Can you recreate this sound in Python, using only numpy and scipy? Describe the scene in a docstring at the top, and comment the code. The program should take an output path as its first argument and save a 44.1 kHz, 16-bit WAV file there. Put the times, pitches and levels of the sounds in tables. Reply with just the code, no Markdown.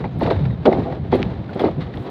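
"""A floating walkway of bamboo slats on a lake, in light wind, with someone walking across it. Wind and the
swaying walkway rumble under a soft hiss, and a far bird whistles faintly. Each footstep lands as a few knocks
that ring the hollow slats, and the loose ones clatter on in between. The soles scuff the hard bamboo skin, dry
snaps and ticks sound, and the walkway groans as it flexes."""
import sys
import numpy as np
from scipy.fft import rfft, irfft, next_fast_len
from scipy.io import wavfile
from scipy.ndimage import uniform_filter1d, map_coordinates

SR = 44100
rng = np.random.default_rng(int(sys.argv[2]) if len(sys.argv) > 2 else 0)


def put_to_file(sound):
    """Save the sound as 16-bit audio at rate SR, in the file named by the first command-line argument."""
    columns = np.atleast_2d(sound).T  # one column per channel
    safe = np.clip(columns, -1, 1)
    whole_steps = np.round(safe * 32767)
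    wavfile.write(sys.argv[1], SR, whole_steps.astype(np.int16))


N = 92610

# Low rumble of wind and the swaying walkway, swelling with its dull thumps: (time [s], level [dB])
RUMBLE_LEVEL = [(0,-26),(.19,-26.5),(.22,-22.5),(.3,-23.5),(.45,-21),(.6,-26.5),(.66,-28),(.79,-20.5),(.85,-27),(.96,-30),(1.05,-25),(1.11,-26.5),(1.26,-23.5),(1.33,-26),(1.52,-33),(1.65,-23),(1.75,-28.5),(1.86,-26),(1.93,-37),(1.99,-25),(2.1,-39.5)]
# Tone of the low rumble: (frequency [Hz], gain [dB])
RUMBLE_EQ = [(25, -52), (53, -7.5), (90, -1.5), (130, -0.5), (200, -5.5), (300, -22), (600, -80)]
# Tone of the airy hiss: (frequency [Hz], gain [dB])
HISS_EQ = [(100, -36.5), (200, -2.5), (370, -3.5), (780, -11.5), (1340, -21.5), (2000, -23), (2800, -29.5),
           (3900, -28), (5500, -46.5), (7150, -57.5), (15000, -79.5)]
# Bird whistles: (time [s], length [s], start pitch [Hz], end pitch [Hz], level [dB], rasp [Hz])
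WHISTLES = [(.108, .05, 7400, 5500, -74, 90), (.315, .05, 3900, 3750, -49, 110),
            (.39, .08, 3800, 3650, -54, 110), (.495, .06, 3750, 3750, -52, 110)]
# The walkway flexing: (time [s], length [s], start pitch [Hz], end pitch [Hz], level [dB])
GROANS = [(.34, .06, 105, 80, -17), (.41, .095, 150, 122, -17), (1.765, .045, 160, 140, -19)]
# How hard the loose slats shake: (time [s], level [dB])
SHAKE_LEVEL = [(0,-29.5),(.1,-45.5),(.19,-38),(.36,-29.5),(.6,-45),(.7,-24.5),(.94,-34),(1.02,-42.5),(1.11,-36),(1.18,-25),(1.26,-33.5),(1.45,-38.5),(1.7,-28.5),(1.76,-40.5),(2.1,-32)]
# A light brush of the shoe: (time [s], length [s], pre-EQ level [dB], band centre [Hz])
SHOE_BRUSH = (1.95, .14, -65, 6500)
# Thin bright ticks: (time [s], relative level [dB])
TICKS = [(0.1918,-46.5),(.2295,-45),(0.66,-48),(0.7274,-53),(1.154,-40),(1.1593,-46.5),(1.504,-56.5),(1.548,-54),(1.595,-48),(1.612,-43.5),(1.955,-53),(1.982,-58.5)]
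# Dry snaps: (time [s], pre-EQ level [dB], pitch [Hz], decay [s])
SNAPS = [(.042,-25.5,2030,0.0028),(.453,-31.5,2280,0.0034),(0.507,-34.5,1900,0.0031),(.7275,-22,1990,0.0028),(1.2198,-13.5,2000,0.00023),(1.2291,-4.5,2520,0.00029),(1.493,-29.5,1454,0.0071),(1.596,-25,3420,0.0023),(1.973,-28.5,3400,0.001)]
# Resonances of the hard bamboo skin: (frequency [Hz], bandwidth [Hz], relative gain [dB])
SKIN_MODES = [(1450, 37, -3), (2052, 140, 2), (2670, 130, 1.5), (3424, 150, 1.5), (4380, 550, -3.5)]
# Soles scuffing the bamboo: (time [s], relative level [dB], decay [s])
SCUFFS = [(0.045,-35,0.014),(0.205,-34,0.06),(0.228,-27.5,0.022),(0.259,-27,0.018),(0.301,-22.5,0.017),(0.453,-28.5,0.0048),(0.654,-14,0.0086),(0.726,-22,0.006),(0.922,-25,0.0025),(1.116,-29,0.022),(1.134,-25.5,0.02),(1.531,-30,0.0064),(1.592,-26.5,0.03),(1.64,-30.5,.025),(1.805,-32.5,0.029),(1.936,-32,0.0072)]
# Tone of the scuffs: (frequency [Hz], gain [dB])
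SOLE_EQ = [(500, -32.5), (1000, 4), (1900, 1.5), (2800, -5.5), (4200, -6.5), (5500, -22), (7500, -35.5),
           (15000, -45)]
# Resonances of the hollow slats: (frequency [Hz], bandwidth [Hz], relative gain [dB])
SLAT_MODES = [(246, 72.5, 2.5), (319, 49, 4), (376.3, 44.6, 3.5), (511.5, 46, -1), (580.3, 32, -1.5),
              (669.6, 31, 0), (764, 76, -3.5), (917, 124, -7), (1138, 260, -12)]
# Feet knocking on the slats: (time [s], relative level [dB], band centre [Hz], clatter length [s])
KNOCKS = [(0.04,-18,860,0.015),(.21,-11.5,855,0.0082),(0.223,-10,323,0.005),(.246,-15,500,0.03),(0.272,-13,620,0.021),(0.308,-6.5,800,0.0036),(.317,-12.5,620,0.007),(.654,-4.5,602,0.0093),(0.669,1.5,440,0.0081),(0.682,-4,450,0.0059),(0.717,-9,610,0.0017),(0.729,-9.5,636,0.0054),(0.769,-12.5,330,0.034),(.85,-18,545,0.056),(0.924,-20,650,0.0046),(1.125,-5.5,666,0.002),(1.133,-6,400,0.0061),(1.145,-5.5,440,0.0066),(1.185,-16,465,0.027),(1.557,-16,316,0.0044),(1.593,-14,670,0.022),(1.611,-10,415,0.018),(1.636,-4,524,0.0078),(1.655,-13.5,460,0.017),(1.682,-14.5,770,0.0042),(1.774,-19,259,0.024)]

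HISS_DB, HISS_FOLLOW = -34.5, 0.6  # follow: dB of hiss per dB of shaking
RATTLES_PER_S, RUSTLES_PER_S, RUSTLE_TRIM_DB = 700, 2500, -44
TICK_TRIM_DB, TICK_DECAY_S, FIZZ_TRIM_DB, FIZZ_DECAY_S = 0.5, .0006, -21.5, 0.026
SCUFF_TRIM_DB, SCUFF_ATTACK_S = 5, 0.0024
CRACKLES_PER_S, CRACKLE_BOOST_DB, PITCH_SCATTER = 250, 27, .06
KNOCK_TRIM_DB, CONTACTS_PER_S, FIRST_BLOW = -6, 1500, 2.01
SOFT_STRIKE_HZ, SNAP_TOP_HZ, MIX_TOP_HZ = 1740, 5800, 15500


def amp(db):
    """dB to gain."""
    return 10 ** (np.asarray(db) / 20)


def unit_rms(x):
    """Scale to rms 1."""
    return x / np.sqrt(np.mean(x ** 2) + 1e-20)


def eq_gain(points, f):
    """Gain of an EQ curve drawn on a log frequency axis."""
    hz, db = np.transpose(points)
    return amp(np.interp(np.log(f + 1), np.log(hz + 1), db))


def automation(points):
    """A fader ride, one value per sample."""
    return np.interp(np.arange(N) / SR, *np.transpose(points))


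def wobble(per_s):
    """A smooth random curve through per_s knots a second."""
    knots = rng.standard_normal(int(N * per_s / SR) + 4)
    return map_coordinates(knots, [np.arange(N) * per_s / SR])


def filtered(x, response):
    """Run x through a frequency response."""
    size = next_fast_len(x.shape[-1] + 4096)
    spectrum = rfft(x, size) * response(np.fft.rfftfreq(size, 1 / SR))
    return irfft(spectrum, size)[..., :x.shape[-1]]


def band(f, hz, rel_width):
    """Resonant band-pass at hz; rel_width is 1/Q."""
    width = hz * rel_width
    return 1j * f * width / (hz * hz - f * f + 1j * f * width)


def slat_body(f):
    """Response of the hollow slats; a soft strike dulls the top."""
    modes = sum((-1) ** k * amp(db) * band(f, hz, width / hz)
                for k, (hz, width, db) in enumerate(SLAT_MODES))
    return modes / (1 + 1j * f / SOFT_STRIKE_HZ) ** 3


def contacts(size, per_s):
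    """Sparse random impulses of scattered strength."""
    chance, strength = rng.random(size), rng.standard_normal(size)
    return (chance < per_s / SR) * strength


def place(track, start, sound):
    """Lay a sound into the track at start seconds."""
    part = track[round(start * SR):][:len(sound)]
    part += sound[:len(part)]


def glide(length, from_hz, to_hz, db, rasp_hz):
    """A gliding tone whose pitch trembles."""
    progress = np.linspace(0, 1, round(length * SR))
    tremble = unit_rms(uniform_filter1d(rng.standard_normal(SR // 4), size=60))[:len(progress)]
    hz = from_hz + (to_hz - from_hz) * progress ** 0.81 + rasp_hz * tremble
    envelope = np.abs(np.sin(np.pi * progress)) ** .5
    return amp(db) * envelope * np.sin(2 * np.pi * np.cumsum(hz) / SR)


def wind_and_sway():
    """The bed: lumpy rumble of wind and the swaying walkway, and a hiss that rises as the slats shake."""
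    lumps = rng.standard_normal(N) * amp(2 * wobble(25))
    rumble = filtered(lumps, lambda f: eq_gain(RUMBLE_EQ, f))
    grain_db = np.clip(1.2 * wobble(40) + 1.5 * wobble(150), -5, 5)
    hiss = filtered(rng.standard_normal(N) * amp(grain_db), lambda f: eq_gain(HISS_EQ, f))
    shake_db = automation(SHAKE_LEVEL)
    hiss_db = HISS_DB + HISS_FOLLOW * (shake_db - shake_db.mean())
    return amp(automation(RUMBLE_LEVEL)) * unit_rms(rumble) + amp(hiss_db) * unit_rms(hiss)


def bird():
    """Thin raspy whistles from the shore."""
    out = np.zeros(N)
    for start, *whistle in WHISTLES:
        place(out, start, glide(*whistle))
    return out


def walkway_groans():
    """Low falling groans as the walkway flexes after a step."""
    out = np.zeros(N)
    for start, *tone in GROANS:
        place(out, start, glide(*tone, rasp_hz=12))
    return out


def slat_rattle():
    """The loose slats go on tapping one another between the knocks."""
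    taps = contacts(N, RATTLES_PER_S) * amp(3.9 * wobble(30.62))
    return amp(automation(SHAKE_LEVEL)) * unit_rms(filtered(taps, slat_body))


def shoe_brush():
    """A soft bright swish as the shoe swings over the slats."""
    out = np.zeros(N)
    start, length, db, hz = SHOE_BRUSH
    swell = np.sin(np.linspace(0, np.pi, round(length * SR))) ** 2
    place(out, start, amp(db) * swell * rng.standard_normal(len(swell)))
    return filtered(out, lambda f: band(f, hz, rel_width=2.2) ** 2)


def ticks_and_rustle():
    """Top-end detail: tiny clicks with a fizzy tail, and a dry rustle that rides the shaking."""
    out, t = np.zeros(N), np.arange(SR // 10) / SR
    for start, db in TICKS:
        envelope = np.exp(-t / TICK_DECAY_S) + amp(FIZZ_TRIM_DB) * np.exp(-t / FIZZ_DECAY_S)
        place(out, start, amp(db + TICK_TRIM_DB) * envelope * rng.standard_normal(len(t)))
    out += amp(automation(SHAKE_LEVEL) + RUSTLE_TRIM_DB) * unit_rms(contacts(N, RUSTLES_PER_S))
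    return filtered(out, lambda f: band(f, hz=10000, rel_width=2.4))


def dry_snaps():
    """Short dry snaps, each one quickly damped ring."""
    out, t = np.zeros(N), np.arange(SR // 20) / SR
    for start, db, hz, decay in SNAPS:
        place(out, start, amp(db) * np.exp(-t / decay) * np.sin(2 * np.pi * hz * t))
    return filtered(out, lambda f: band(f, hz=2800, rel_width=2) / np.sqrt(1 + (f / SNAP_TOP_HZ) ** 16))


def sole_scuffs():
    """Gritty bursts of the sole: a little hiss, plus crackles that each ring one mode of the skin."""
    out, t = np.zeros(N), np.arange(SR // 8) / SR
    for start, db, decay in SCUFFS:
        envelope = (1 - np.exp(-t / SCUFF_ATTACK_S)) * np.exp(-t / decay)
        grit = envelope * rng.standard_normal(len(t))
        for mode_hz, width, mode_db in SKIN_MODES:
            hz = mode_hz * (1 + PITCH_SCATTER * rng.standard_normal())
            crackles = envelope * contacts(len(t), CRACKLES_PER_S)
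            grit += amp(CRACKLE_BOOST_DB + mode_db) * filtered(crackles, lambda f: band(f, hz, width / hz))
        place(out, start, amp(db + SCUFF_TRIM_DB) * grit)
    return filtered(out, lambda f: eq_gain(SOLE_EQ, f))


def foot_knocks():
    """A first blow, then a run of contacts that swells and dies, rings the slats in each knock's band."""
    out, t = np.zeros(N), np.arange(SR // 6) / SR
    for start, db, hz, length in KNOCKS:
        progress = t / max(length, .002)
        force = contacts(len(t), CONTACTS_PER_S) * (0.71 + progress) * np.exp(-progress ** 2)
        force[0] = FIRST_BLOW
        ring = filtered(force, lambda f: slat_body(f) * band(f, hz, rel_width=0.88))
        peak_rms = np.sqrt(np.max(uniform_filter1d(ring ** 2, size=400)) + 1e-12)  # loudest 9 ms
        place(out, start, amp(db + KNOCK_TRIM_DB) * ring / peak_rms)
    return out


def scene():
    """Mono mix: footsteps on top, then the walkway and the lake behind them."""
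    steps = foot_knocks() + sole_scuffs() + dry_snaps() + ticks_and_rustle()
    return (steps + slat_rattle() + walkway_groans() + wind_and_sway() + bird() + shoe_brush())[None]


def record(dry):
    """Master chain: soft-clip the loudest peaks, then a brick-wall high cut."""
    clipped = dry / (1 + np.abs(dry / 1.1) ** 6) ** (1 / 6)
    return filtered(clipped, lambda f: f < MIX_TOP_HZ)


dry = scene()
out = record(dry)
put_to_file(out)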